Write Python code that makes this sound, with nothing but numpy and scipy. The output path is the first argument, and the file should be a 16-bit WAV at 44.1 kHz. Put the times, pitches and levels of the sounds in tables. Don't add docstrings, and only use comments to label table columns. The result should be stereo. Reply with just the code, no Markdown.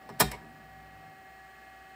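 import sys
import numpy as np
from scipy import signal
from scipy.fft import rfft, irfft, next_fast_len
from scipy.io import wavfile

SR = 44100
rng = np.random.default_rng(int(sys.argv[2]) if len(sys.argv) > 2 else 0)


def dump_mix(stems):
    frames = np.atleast_2d(stems).T
    limited = np.clip(frames, -1, 1)
    pcm = np.round(limited * 32767).astype(np.int16)
    wavfile.write(sys.argv[1], SR, pcm)


N = 85995

# (frequency [Hz], density [dB per Hz])
AIR_SPECTRUM = [(20, -53.5), (35, -41), (55, -13.5), (80, -12.5), (130, -10.5), (250, -11.5), (400, -13),
                (520, -18.5), (680, -7.5), (800, -13), (980, -20), (1200, -12.5), (1360, -19),
                (1550, -13.5), (1850, -12.5), (2050, -19), (2500, -16.5), (2900, -16.5), (3800, -25.5),
                (4150, -18), (4950, -31), (5400, -31), (6500, -30), (6900, -23), (7600, -32.5), (8600, -26),
                (9300, -44), (16000, -59)]
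# (frequency [Hz], density [dB per Hz])
RUB_SPECTRUM = [(30, -34), (70, -16), (160, 2.5), (240, 5), (420, -8.5), (650, 4), (950, -7), (1500, -7),
                (4000, -13.5), (16000, -41)]
# (time [s], level [dB], brightness [dB per octave])
DRIVE_CONTACTS = [(0.0909, -29.5, -4.5), (0.099, -32, -5.5), (.199, -21, -0.5), (0.2, -11.5, 7.5),
                  (.2028, -4, -3), (.2061, 0, 0.5), (0.2086, -5.5, 1), (.212, -6, 0), (.2142, -6, -1.5),
                  (.219, -13.5, -7.5), (0.224, -13, 0), (.3128, -29.5, 1), (0.316, -20, 1)]
CLACK_RISE_S = 0.00027


def amp(db):
    return 10 ** (np.asarray(db) / 20)


def unit(x):
    return x / np.sqrt(np.mean(x ** 2) + 1e-20)


def read(points, hz):
    f, value = np.transpose(points)
    return np.interp(np.log(hz + 1), np.log(f + 1), value)


def add(mix, s, sound):
    part = mix[..., max(round(s * SR), 0):][..., :sound.shape[-1]]
    part += sound[..., :part.shape[-1]]


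def colour(x, gain):
    n = x.shape[-1]
    size = next_fast_len(2 * n)
    spectrum = rfft(x, size) * gain(np.fft.rfftfreq(size, 1 / SR))
    return irfft(spectrum, size)[..., :n]


def pair(size):
    # (frequency [Hz], correlation [0 to 1])
    likeness = [(50, 0.71), (150, 0.7), (300, .8), (1000, 0.42), (2500, .5), (5000, .55), (8000, 1),
                (15000, 1)]
    same = lambda f: np.clip(read(likeness, f), 0, 1)
    left, other = rng.standard_normal((2, size))
    right = colour(left, same) + colour(other, lambda f: np.sqrt(1 - same(f) ** 2))
    return np.array([left, right])


def noise(spectrum):
    return unit(colour(pair(N), lambda f: amp(read(spectrum, f))))


def ring(spectrum, t60, rise, size):
    hz, t, bands = signal.stft(pair(size), SR, nperseg=256)
    life = np.maximum(read(t60, hz), 1e-3)[:, None]
    level = np.sqrt(np.log(1e6) / life / SR)
    x = signal.istft(bands * amp(-60 * t / life) * level, SR, nperseg=256)[1][:, :size]
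    attack = 1 - np.exp(-np.arange(size) / SR / rise)
    return colour(x * attack, lambda f: amp(read(spectrum, f)))


def tone(hz, db, waver):
    slow = lambda: unit(colour(rng.standard_normal(N), lambda f: np.exp(-(f / 14) ** 2)))
    turns = hz * np.arange(N) / SR + rng.random()
    level = amp(db) * np.sqrt(2) * (1 + waver * slow())
    return level * np.sin(2 * np.pi * turns + waver * slow())


def gate(on, off, rise, fade):
    t = np.arange(N) / SR
    return np.clip((t - on) / rise, 0, 1) * np.exp(-np.maximum(t - off, 0) / fade)


def whistles(count=170):
    # (frequency [Hz], level [dB])
    bearing = [(2358, -106.5), (2552, -70), (2638, -95), (2740, -87.5), (2998, -72.5), (3300, -81.5),
               (3381, -83), (3612, -81), (4016, -91.5), (5340, -90.5)]
    t = np.arange(N) / SR
    line = lambda hz: np.sqrt(2) * np.sin(2 * np.pi * (hz * t + rng.random((2, 1)) / 2))
    hz = rng.uniform(450, 7000, count)
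    spread_db = 4.5 * np.minimum(rng.standard_normal(count), 1)
    phase = np.exp(1j * np.pi * rng.random((2, count)))
    bins = np.zeros((2, N // 2 + 1), complex)
    bins[:, (hz * N / SR).astype(int)] = amp(read(AIR_SPECTRUM, hz) + spread_db) * phase
    faint = amp(-58.5) * unit(irfft(bins, N))
    return faint + sum(amp(db) * line(f) for f, db in bearing)


def fan():
    # (level [dB], right minus left [dB])
    blades = [(-69.5, 1), (-55, 1.5), (-65, 4), (-77.5, 2.5), (-59.5, -2.5)]
    # (time [s], level [dB])
    hand = [(0, -5), (.4, -2), (.7, -3), (1.1, -2), (1.499, -0.5), (1.95, -0.5)]
    # (frequency [Hz], density [dB per Hz])
    hiss = [(100, -73), (5000, 0), (8000, -17.5), (11300, 1.5), (12100, -12), (13500, -5.5), (15200, 7.5),
            (15800, -2), (16300, -40.5)]
    blade_hz, flutter_hz, flutter_depth, shadow_hz = 382.3, 21.6, 0.8, 1085
    t = np.arange(N) / SR

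    x = amp(-57) * noise(AIR_SPECTRUM) + whistles()
    for k, (db, side_db) in enumerate(blades):
        sides = amp([[-side_db / 2], [side_db / 2]])
        x = x + tone((k + 1) * blade_hz, db, waver=0.09) * sides
    flutter = 1 + flutter_depth * np.sin(2 * np.pi * flutter_hz * t)
    x = x + tone(1700.6, -62.5, waver=0.21) * flutter
    x = x + tone(2126.3, -66.5, waver=0.34)

    treble = colour(x, lambda f: f ** 4 / (f ** 4 + shadow_hz ** 4))
    shade = amp(np.interp(t, *np.transpose(hand)))
    mains_hum = tone(59.5, -67, waver=0.27)
    return x + (shade - 1) * treble + mains_hum + amp(-70.5) * noise(hiss)


def slide():
    return amp(-55.5) * noise(RUB_SPECTRUM) * gate(on=0, off=0.199, rise=0.02, fade=0.02)


def brightness(hz, tilt_db):
    return amp(tilt_db * np.log2(np.maximum(hz, 700) / 3000))


def mechanism():
    # (frequency [Hz], density [dB per Hz])
    clack = [(30, -71.5), (90, -51), (170, -4), (400, -0.5), (650, 4.5), (900, 4.5), (1700, 2), (2900, 0.5),
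             (4000, 5.5), (5300, -3), (6200, 0.5), (8000, -1.5), (11000, -3), (15000, -4), (16500, -23)]
    # (frequency [Hz], t60 [s])
    clack_t60 = [(150, 0.065), (1000, 0.06), (4000, 0.034), (15000, 0.027)]
    shared = 0.6
    grain_db, grain_hz = 1.5, 50.3
    scrape_peak_s, scrape_swell_s = 0.1994, 0.0023
    plastic = lambda: ring(clack, clack_t60, CLACK_RISE_S, size=SR // 4)

    out, body = np.zeros((2, N)), plastic()
    grid = np.arange(0, SR / 2, grain_hz)
    bumps = np.clip(rng.standard_normal(len(grid)), -2, 1.5) * np.minimum(grid / 3000, 1)
    grain = unit(amp(grain_db * bumps))
    for s, db, tilt_db in DRIVE_CONTACTS:
        crack = np.sqrt(shared) * body + np.sqrt(1 - shared) * plastic()
        tint = lambda f: np.interp(f, grid, grain) * brightness(f, tilt_db)
        add(out, s, amp(10.5 + db) * colour(crack, tint))

    swell = np.exp(-abs(np.arange(N) / SR - scrape_peak_s) / scrape_swell_s)
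    return out + amp(-25) * noise(clack) * swell


def shell():
    # (frequency [Hz], level [dB], t60 [s])
    drive_modes = [(407.8, -30, 0.12), (672, -25, 0.047), (745, -33, 0.19), (876.5, -20, 0.031),
                   (936, -30.5, 0.11), (1228, -27, 0.061), (1474, -34, .08), (1590, -24.5, 0.038),
                   (1735, -33, .08), (1950, -30.5, 0.067), (2390, -41, 0.1018), (3743, -28, 0.14),
                   (3975, -42.5, .15), (5140, -23.5, 0.025), (5360, -24.5, 0.063), (8700, -39, 0.13),
                   (10142, -44, 0.036), (11430, -38.5, 0.046), (14393, -40, .05)]
    out, t = np.zeros(N), np.arange(SR // 4) / SR
    for hz, level, t60 in drive_modes:
        mode, energy = np.zeros(N), 0
        fade = amp(level - 60 * t / t60) * (1 - np.exp(-t / CLACK_RISE_S))
        for s, db, tilt_db in DRIVE_CONTACTS:
            wave = np.sin(2 * np.pi * (hz * t + rng.random()))
            blow = amp(db) * brightness(hz, tilt_db) * fade * wave
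            add(mode, s, blow)
            energy += np.sum(blow ** 2)
        out += unit(mode) * np.sqrt(energy / N)
    return amp(-2.5) * out


def case():
    # (time [s], level [dB], extra level of the deepest mode [dB])
    thumps = [(0.103, -15.5, -15), (.213, 1, -2), (0.413, -24.5, -3)]
    # (frequency [Hz], density [dB per Hz])
    thud = [(40, -40), (90, -12), (160, 0.5), (400, -1), (700, -7), (1500, -35), (16000, -80)]
    # (frequency [Hz], t60 [s])
    thud_t60 = [(100, 0.17), (500, 0.16)]
    # (frequency [Hz], level [dB], t60 [s], build-up [s])
    case_modes = [(55.8, -21.5, 0.28, .028), (127.8, -34.5, 0.39, .012), (143, -24.5, 0.2, 0.013),
                  (169.1, -24.5, 0.12, 0.0013), (211.2, -32.5, 0.34, 0.0049), (298, -37.5, 0.24, 0.0053),
                  (393.3, -30, 0.14, 0.0055)]
    out, t = np.zeros((2, N)), np.arange(SR) / SR
    for s, db, deep_db in thumps:
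        add(out, s, amp(db + 11) * ring(thud, thud_t60, rise=0.005, size=SR // 2))
        for hz, level, t60, rise in case_modes:
            deep = deep_db if hz < 100 else 0
            fade = amp(db + deep + level - 60 * t / t60)
            build = 1 - np.exp(-(t / rise) ** 2)
            add(out, s, fade * build * np.sin(2 * np.pi * hz * t))
    return out


def motor():
    # (frequency [Hz], level [dB])
    chirp_tones = [(974, -50), (1150, -58), (1925, -56), (2040, -54), (2210, -52)]
    # (frequency [Hz], density [dB per Hz])
    chirp_rasp = [(100, -8), (400, -3), (700, -4), (1000, -1), (1400, -20), (2100, -4), (2800, -8.5),
                  (5000, -18), (9000, -23), (16000, -39)]
    # (frequency [Hz], level [dB])
    strain_tones = [(235, -61.5), (310, -73.5), (950, -66.5)]
    # (frequency [Hz], level [dB])
    spindle_tones = [(61, -64), (104, -67), (156, -62)]
    spin_on_s, spin_rise_s, spin_fade_s = 0.33, 0.0278, 0.06

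    chirp = sum(tone(hz, db, waver=0.5) for hz, db in chirp_tones)
    chirp = chirp + amp(-45) * noise(chirp_rasp)
    chirp = chirp * gate(on=0.315, off=0.352, rise=0.005, fade=0.0097)
    strain = sum(tone(hz, db, waver=1.0) for hz, db in strain_tones)
    strain = strain * gate(spin_on_s, 0.572, spin_rise_s, spin_fade_s)
    hum = sum(tone(hz, db, waver=0.1) for hz, db in spindle_tones)
    spin = hum + amp(-60) * noise(RUB_SPECTRUM)
    return chirp + strain + spin * gate(spin_on_s, 1.108, spin_rise_s, spin_fade_s)


def room(clicks):
    # (frequency [Hz], density [dB per Hz])
    room_spectrum = [(80, -25), (250, 3.5), (900, -10.5), (2000, -3), (4000, 2.5), (8000, -4), (15000, -7)]
    # (frequency [Hz], t60 [s])
    room_t60 = [(100, 0.486), (1000, 0.56), (4000, 0.23), (8000, 0.27), (15000, .2)]
    echo = ring(room_spectrum, room_t60, rise=0.0027, size=SR)
    return amp(-9) * signal.fftconvolve(clicks[:1], echo, axes=1)[:, :N]


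def scene():
    clicks = mechanism() + shell()
    return fan() + slide() + clicks + room(clicks) + case() + motor()


def record(dry):
    # (frequency [Hz], lead of the left [rad])
    port_phase = [(0, 0), (60, -.25), (130, -.35), (700, -.45), (1300, -1.05), (2050, -.4), (2600, -2.2),
                  (3300, -2.8), (4500, -4), (5200, -5.4), (5800, -3.7), (6500, -3.14)]
    # (frequency [Hz], left minus right [dB])
    port_balance = [(60, 2), (130, 3), (350, -2), (700, 1.5), (1000, -1), (1400, -3), (2380, -1),
                    (4400, 1.5), (5500, 3), (7000, 0), (15000, 0)]
    knee_hz, turn_hz = 6500, 3250

    def lead(f):
        climb = 2 * np.pi * np.maximum(f - knee_hz, 0) / turn_hz
        return np.interp(f, *np.transpose(port_phase)) + climb

    half = lambda f: read(port_balance, f) / 2
    left = colour(dry[0], lambda f: amp(half(f)))
    right = colour(dry[1], lambda f: amp(-half(f)) * np.exp(-1j * lead(f)))
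    low_cut = signal.butter(6, 56, "highpass", fs=SR, output="sos")
    x = signal.sosfilt(low_cut, np.array([left, right]))
    band_limit = signal.firwin(255, 16000, window=("kaiser", 9), fs=SR)
    return signal.oaconvolve(x, band_limit[None], "same")


dry = scene()
out = record(dry)
dump_mix(out)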